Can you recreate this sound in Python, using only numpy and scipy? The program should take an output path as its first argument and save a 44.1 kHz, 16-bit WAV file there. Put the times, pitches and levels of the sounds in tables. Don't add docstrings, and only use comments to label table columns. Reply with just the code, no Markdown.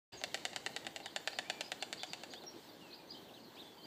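import sys
import numpy as np
from scipy import signal
from scipy.io import wavfile
from scipy.ndimage import uniform_filter1d

SR = 44100
rng = np.random.default_rng(int(sys.argv[2]) if len(sys.argv) > 2 else 0)


def volts(x):
    e = np.asarray(x, float) / 20
    return 10 ** e


def master_out(mix):
    frames = np.transpose(np.atleast_2d(mix))
    ceiling = np.clip(frames, -1, 1)
    pcm = np.round(ceiling * 32767).astype(np.int16)
    wavfile.write(sys.argv[1], SR, pcm)


N = 170226

# frequency in Hz, level in dB per Hz.
HUM_SPECTRUM = [(15, -60), (25, -48), (120, -8.5), (317, 0), (584, -5.5), (778, -8), (889, -6.5),
                (1120, -13.5), (2400, -23), (3120, -20), (5280, -120)]
LEAF_SPECTRUM = [(1500, 1), (2500, -7), (3200, 1), (4800, -1.5), (5100, -6), (7000, -8.5), (8500, -10),
                 (9500, -21)]
WIND_SPECTRUM = [(20, -22), (50, -29), (100, 0), (170, -1.5), (300, -25)]
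HISS_SPECTRUM = [(6000, -13), (9000, -7), (11000, 0), (13500, 3.5), (15200, 5.5), (15450, -28),
                 (16300, -25)]

# start in seconds, length in seconds, from in Hz, to in Hz, level in dB.
WHISTLES = [(1.311, 0.04, 3900, 5050, -55), (1.349, .03, 3870, 4980, -56), (1.44, 0.055, 2210, 2430, -62),
            (1.496, .14, 2346, 2380, -61.5), (2.305, .028, 6150, 7000, -64),
            (2.35, 0.043, 2970, 3770, -56.5), (2.449, 0.035, 5700, 5590, -65),
            (2.465, 0.025, 5600, 5600, -50), (2.477, 0.086, 5600, 5700, -75), (2.678, .03, 3900, 3380, -65),
            (2.688, .02, 4660, 4730, -62), (2.802, .075, 2940, 2600, -64), (2.871, 0.082, 2583, 2490, -66),
            (2.907, .016, 3370, 4700, -63), (2.921, 0.0144, 2760, 3890, -62),
            (2.926, 0.026, 3750, 5060, -53.5), (2.935, 0.035, 3450, 4860, -59),
            (2.986, 0.028, 2450, 2410, -67), (3.028, .02, 2400, 2400, -70), (3.285, 0.019, 3290, 2470, -64),
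            (3.338, .0146, 3580, 4110, -57.5), (3.34, .05, 3970, 2680, -62),
            (3.566, 0.033, 2220, 3080, -62), (3.565, 0.048, 2750, 4200, -58.5),
            (3.594, .02, 3330, 3900, -54), (3.603, 0.034, 4260, 3030, -56.5),
            (3.638, 0.11, 3540, 3350, -63.5), (3.772, 0.096, 3060, 3170, -64),
            (3.78, 0.01, 4700, 4660, -61), (3.829, 0.016, 4030, 4700, -60), (3.839, 0.017, 4750, 4760, -56)]
# start in seconds, length in seconds, from in Hz,
# to in Hz, level in dB.
CHIRPS = [(0.128, .028, 4780, 4640, -62.5), (0.17, .033, 6850, 6050, -60.5),
          (0.731, 0.018, 4220, 4020, -62), (1.1, 0.025, 4710, 4660, -65), (1.521, 0.031, 3850, 4650, -66),
          (1.628, 0.049, 4650, 5100, -60.5), (1.798, 0.037, 4030, 4780, -56.5),
          (2.073, 0.0326, 4510, 4840, -58), (2.098, 0.036, 4650, 4470, -61),
          (2.299, .022, 4660, 4710, -60.5), (2.41, 0.026, 4530, 3370, -61.5),
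          (2.964, 0.028, 3850, 4900, -65), (3.076, .014, 6200, 6050, -68), (3.098, 0.024, 4720, 4840, -51),
          (3.129, 0.019, 4060, 3450, -60), (3.392, 0.0095, 4780, 4150, -66), (3.433, .021, 4780, 4200, -63),
          (3.551, 0.02, 4230, 5030, -66.5)]
# start in seconds, length in seconds, from in Hz, to in Hz,
# level in dB.
STROKES = [(1.029, .014, 3690, 4820, -57.5), (1.042, 0.024, 3990, 3490, -56),
           (1.068, .013, 4800, 4630, -64), (1.07, 0.018, 3910, 2980, -58), (1.97, 0.0081, 3930, 4750, -52),
           (1.977, 0.014, 4740, 4630, -53), (1.992, 0.0079, 3840, 4800, -50),
           (1.993, 0.015, 3230, 3570, -50.5), (2.001, 0.013, 4770, 4400, -56),
           (2.013, 0.015, 4290, 3120, -54), (2.033, .024, 3740, 2950, -60), (2.041, .015, 4800, 4440, -62),
           (2.064, 0.0147, 5350, 7600, -64), (2.19, 0.015, 3500, 3730, -68),
           (2.208, .02, 2960, 3170, -65.5), (2.316, 0.0194, 4280, 3270, -58),
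           (2.336, 0.0187, 4130, 4760, -54), (3.092, .011, 3800, 4870, -57), (3.118, .009, 4750, 3500, -58),
           (3.119, 0.014, 3440, 3350, -59), (3.145, 0.024, 3026, 3240, -58.5),
           (3.166, 0.014, 3200, 4600, -56), (3.18, 0.0053, 3360, 3000, -59)]

# start in seconds, peak in dB, hollowness in dB, slap in dB,
# bite of the tips in dB.
NEAR_CLACKS = [(.2379, -21.5, -9, -1.5, 6.5), (.3444, -17.5, -6, -7, 3.5), (.4524, -17, -6.5, -6.5, 0.5),
               (.5616, -20.5, -3, -4, 4), (.6629, -19, -2.5, -4.5, -3), (.7639, -20.5, -10, -5.5, -0.5),
               (.8669, -24.5, -3, -3, -11), (.9616, -24, -4.5, -4.5, -1), (1.0595, -26, 2, -2.5, -2),
               (1.1617, -23.5, -2, 3, 1.5), (1.2745, -19, -7.5, -2, 1.5), (1.3873, -20, -2, -2, 0.5),
               (1.4992, -20, -1.5, -1.5, 1.5), (1.6088, -21.5, -5.5, -1.5, 4), (1.7185, -23, -5, 0, 2.5),
               (1.8249, -21.5, -1.5, -3.5, 0.5), (1.928, -21, -16, -6, 0.5), (2.0335, -22.5, -6, -4, 3),
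               (2.1336, -23.5, -7.5, -5.5, 3), (2.2355, -28.5, 1, -5, 1.5), (2.3364, -32, -0.5, -5.5, 4),
               (2.4378, -41, 10.5, -8, 4)]
# start in seconds, peak in dB, hollowness in dB, slap in dB.
MATE_CLACKS = [(0.2151, -29, 1.5, -22), (0.3752, -31.5, -5, -14), (0.532, -31.5, 2, -5.5),
               (.6924, -36, 6.5, -26), (0.848, -39, 6, 4.5), (1.0014, -42, 12, 3), (1.3318, -36.5, 7, -2),
               (3.8565, -41, -10, -10), (.1445, -42.5, 8, -8)]
# start in seconds, peak in dB,
# hollowness in dB, slap in dB.
EARLIER_CLACKS = [
    (.09, -21, 1.5, 0),
]
# frequency in Hz, level in dB, 60 dB decay time in seconds.
BILL_MODES = [(742, -16.5, 0.028), (628, -26, 0.062), (1710, -18, 0.022), (1784, -14, 0.017),
              (2634, -12, 0.017), (3480, -13, 0.012), (4600, -18, 0.0037), (5940, -36, 0.011),
              (7120, -16.5, 0.0056), (8050, -23, 0.01), (1515, -30.5, 0.022), (2460, -27, 0.0081),
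              (2990, -19, 0.012)]
# frequency in Hz, level in dB per Hz.
TICK_SPECTRUM = [(700, 5), (1250, -8), (1900, 0.5), (4500, 1.5), (5400, -7.5), (7300, -3.5), (9400, -14.5),
                 (16000, -33)]
# time in seconds, pitch as a factor.
POSTURE = [(.2, 1.023), (1.06, 1.066), (1.16, 1.022), (2.4, 0.99)]
# frequency in Hz, 60 dB decay time in seconds.
YARD_DECAY = [(400, 0.98), (1000, 0.75), (2800, 0.59), (7000, 0.64), (12000, 0.72)]

CHORUS_PER_S, CHORUS_LOW_HZ, CHORUS_TOP_HZ, CHORUS_DB = 55, 2800, 4650, -69
WARBLE_HZ, STROKE_WARBLE_HZ, WHISTLE_WARBLE_HZ, WARBLE_PER_S = 131, 60, 22, 117.3
LEVELS_OFF = 1.18
FLUTTER_DB, FLUTTER_S = 3, 0.0046
BIRD_WET_DB, BIRD_T60_S = -0.5, 0.2

TAPS = 1500
SLAP_S, SLAP_RISE_S, SLAP_SMEAR_RAD = 0.0013, 0.00055, 1.3
SCATTER, COLOUR_DB = 0.03, 5
TIP_HZ, TIP_DB, TIP_T60_S = 4040, -17.5, 0.0033
RATTLE_DB, RATTLE_T60_S = -12.5, 0.013
GROUND_S, GROUND_SPREAD_S, GROUND_DB, GROUND_DULL_HZ = 0.0051, 0.0035, -9.5, 4170
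RING_IN_YARD_DB, MATE_DULL_HZ = -3.5, 6500
YARD_DB, YARD_START_S = -7.5, 0.0023
NEAR_DB, NEAR_START_S, NEAR_T60_S = -9, 0.007, 0.029


def evened(x):
    return x / np.sqrt(np.mean(x ** 2) + 1e-20)


def read(points, hz):
    f, value = np.transpose(points)
    return np.interp(np.log(hz + 1), np.log(f + 1), value)


def add(mix, s, sound):
    part = mix[round(s * SR):][:len(sound)]
    part += sound[:len(part)]


def dull(x, hz):
    return signal.lfilter(*signal.butter(2, hz, fs=SR), x)


def tail(t60s, start_s):
    hz, t, z = signal.stft(rng.standard_normal(SR // 2), SR, nperseg=128)
    decay = volts(-60 * t / read(t60s, hz)[:, None])
    out = signal.istft(z * decay, SR, nperseg=128)[1]
    out = out * np.clip(np.arange(len(out)) / SR / start_s, 0, 1) ** 2
    return out / np.linalg.norm(out)


def wash(shape, patchy_db, swell_db):
    frames, hz = N // 256 + 5, np.fft.rfftfreq(1024, 1 / SR)
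    a, b, patches = rng.standard_normal((frames, 513, 3)).T
    patches = uniform_filter1d(patches, size=14, axis=0)
    patches = evened(uniform_filter1d(patches, size=10, axis=1))
    swell = evened(uniform_filter1d(rng.standard_normal(frames), size=30))
    inside = (hz >= shape[0][0]) & (hz <= shape[-1][0])
    level_db = read(shape, hz)[:, None] + patchy_db * patches + swell_db * swell
    z = (a + 1j * b) * inside[:, None] * volts(level_db)
    return evened(signal.istft(z, nperseg=1024, noverlap=768)[1][:N])


def background_air():
    hum = volts(-57.5) * wash(HUM_SPECTRUM, patchy_db=1.5, swell_db=0.17)
    leaves = volts(-65.5) * wash(LEAF_SPECTRUM, patchy_db=2.0, swell_db=1.6)
    wind_db = -67.5 - 5 * np.arange(N) / SR
    wind = volts(wind_db) * wash(WIND_SPECTRUM, patchy_db=1, swell_db=1)
    return hum + leaves + wind


def note(length, from_hz, to_hz, db, warble_hz):
    t = np.arange(0, length, 1 / SR)
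    wobble = np.sin(2 * np.pi * (WARBLE_PER_S * t + from_hz / 100))
    glide = t / length
    if to_hz > from_hz:
        glide = np.sin(LEVELS_OFF * glide) / np.sin(LEVELS_OFF)
    hz = from_hz + (to_hz - from_hz) * glide + warble_hz * wobble
    soft_ends = np.sin(np.pi * t / length) ** 0.44
    level = volts(db + min(warble_hz / 60, 3) * wobble) * soft_ends
    return np.sqrt(2) * level * np.sin(2 * np.pi * np.cumsum(hz) / SR)


def far_chorus():
    far = np.zeros(N)
    span = CHORUS_TOP_HZ - CHORUS_LOW_HZ
    for s, a, b, c, d in rng.random((int(CHORUS_PER_S * N / SR), 5)):
        from_hz = CHORUS_TOP_HZ - span * b ** 1.4
        to_hz = CHORUS_TOP_HZ - span * c ** 1.4
        add(far, s * N / SR, note(0.0222 + 0.038 * a, from_hz, to_hz, 12 * d, WARBLE_HZ))
    return volts(CHORUS_DB) * evened(far)


def songbirds():
    whistles, chirps = np.zeros((2, N))
    for s, *how in WHISTLES:
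        add(whistles, s, note(*how, warble_hz=WHISTLE_WARBLE_HZ))
    for s, *how in CHIRPS:
        add(chirps, s, note(*how, warble_hz=WARBLE_HZ))
    for s, *how in STROKES:
        add(chirps, s, note(*how, warble_hz=STROKE_WARBLE_HZ))
    drift = uniform_filter1d(rng.standard_normal(N), size=round(FLUTTER_S * SR))
    flutter = volts(FLUTTER_DB * evened(drift))
    whistles, chirps = whistles * np.sqrt(flutter), chirps * flutter
    trees = tail([(1000, BIRD_T60_S)], 0.0025)
    sent = volts(BIRD_WET_DB) * (chirps + 0.5 * whistles) + far_chorus()
    return whistles + chirps + signal.oaconvolve(sent, trees)[:N]


def causal(shape):
    log_gain = np.log(volts(read(shape, abs(np.fft.fftfreq(2048, 1 / SR)))))
    pulse = np.fft.ifft(np.exp(signal.hilbert(log_gain).conj())).real
    if abs(pulse[:100]).sum() <= abs(pulse[-100:]).sum():
        pulse = np.roll(pulse[::-1], 1)
    return pulse[:TAPS] / pulse.max()


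def bill_ring(t, rise_db, pitch, hollow_db, slap_db):
    ring = np.zeros(TAPS)
    for (hz, db, t60), (r, q) in zip(BILL_MODES, rng.random((len(BILL_MODES), 2))):
        hollow = hz < 1000
        vary = 0.4 if hollow else 1
        level_db = db + (hollow_db if hollow else slap_db) + vary * COLOUR_DB * (q - 0.5)
        level_db = level_db + rise_db - 60 * np.maximum(t, 0) / t60
        mode_hz = hz * pitch * (1 + vary * SCATTER * (2 * r - 1))
        phase = SLAP_SMEAR_RAD * (1 + vary * (2 * q - 1))
        ring += volts(level_db) * np.cos(2 * np.pi * mode_hz * t - phase)
    return ring


def ground_echo(sound):
    ground = np.zeros(TAPS)
    ground[round(GROUND_S * SR)] = 1
    for r, q in rng.random((6, 2)):
        ground[round((GROUND_S + GROUND_SPREAD_S * r) * SR)] += 0.64 * (2 * q - 1)
    return volts(GROUND_DB) * np.convolve(sound, dull(ground, GROUND_DULL_HZ))[:TAPS]


def clack(s, peak_db, hollow_db, slap_db, bite_db=0):
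    t = np.arange(TAPS) / SR - SLAP_S
    tick = causal(TICK_SPECTRUM)
    pitch = np.interp(s, *np.transpose(POSTURE))
    rise_db = -9 * (np.minimum(t, 0) / SLAP_RISE_S) ** 2
    ring = bill_ring(t, rise_db, pitch, hollow_db, slap_db)
    rattle_db = RATTLE_DB + slap_db + rise_db - 60 * np.maximum(t, 0) / RATTLE_T60_S
    grit = (2 * rng.random(TAPS) - 1) * volts(rattle_db)
    since_tick = t + SLAP_S
    tips = volts(TIP_DB + 2 * bite_db - 60 * since_tick / TIP_T60_S)
    tips = tips * np.cos(2 * np.pi * TIP_HZ * pitch * since_tick)
    snap = tick + tips + np.convolve(grit, tick)[:TAPS]
    direct = snap + ring + ground_echo(snap + ring)
    return volts(peak_db) * np.array([direct, snap + volts(RING_IN_YARD_DB) * ring])


def storks():
    direct_mix, sends = np.zeros(N), np.zeros((3, N))
    for rows, top_hz in ((NEAR_CLACKS, 20000), (EARLIER_CLACKS + MATE_CLACKS, MATE_DULL_HZ)):
        for k, row in enumerate(rows):
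            direct, sent = dull(clack(*row), top_hz)
            start_s = row[0] - 2 / SR
            add(direct_mix, start_s, direct)
            add(sends[k % 3], start_s, sent)
    no_bass = signal.butter(4, 480, "high", fs=SR)
    direct_mix, sends = signal.lfilter(*no_bass, direct_mix), signal.lfilter(*no_bass, sends)
    yard = []
    for _ in sends:
        wide = volts(YARD_DB) * tail(YARD_DECAY, YARD_START_S)
        near = volts(NEAR_DB) * tail([(1000, NEAR_T60_S)], NEAR_START_S)
        yard.append(wide + near)
    return direct_mix + signal.oaconvolve(sends, yard, axes=1)[:, :N].sum(0)


def scene():
    return (background_air() + songbirds() + storks())[None]


def treble_dropout(x):
    sos = signal.butter(6, (6100, 10400), "band", fs=SR, output="sos")
    centre_s, half_length_s = 2.479, 0.016
    dropout = np.exp(-((np.arange(N) / SR - centre_s) / half_length_s) ** 6)
    return x - signal.sosfiltfilt(sos, x) * dropout


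def band_limit(x):
    return signal.sosfilt(signal.butter(12, 16460, fs=SR, output="sos"), x)


def record(dry):
    x = signal.oaconvolve(dry, signal.firwin(101, 15000, fs=SR)[None], "same")
    x = x + volts(-74) * wash(HISS_SPECTRUM, patchy_db=1.5, swell_db=1.5)
    x = treble_dropout(x)
    opens_s, fade_s = 0.12, 0.0059
    x = x * np.clip((np.arange(N) / SR - opens_s) / fade_s, 0, 1)
    return band_limit(x)


dry = scene()
out = record(dry)
master_out(out)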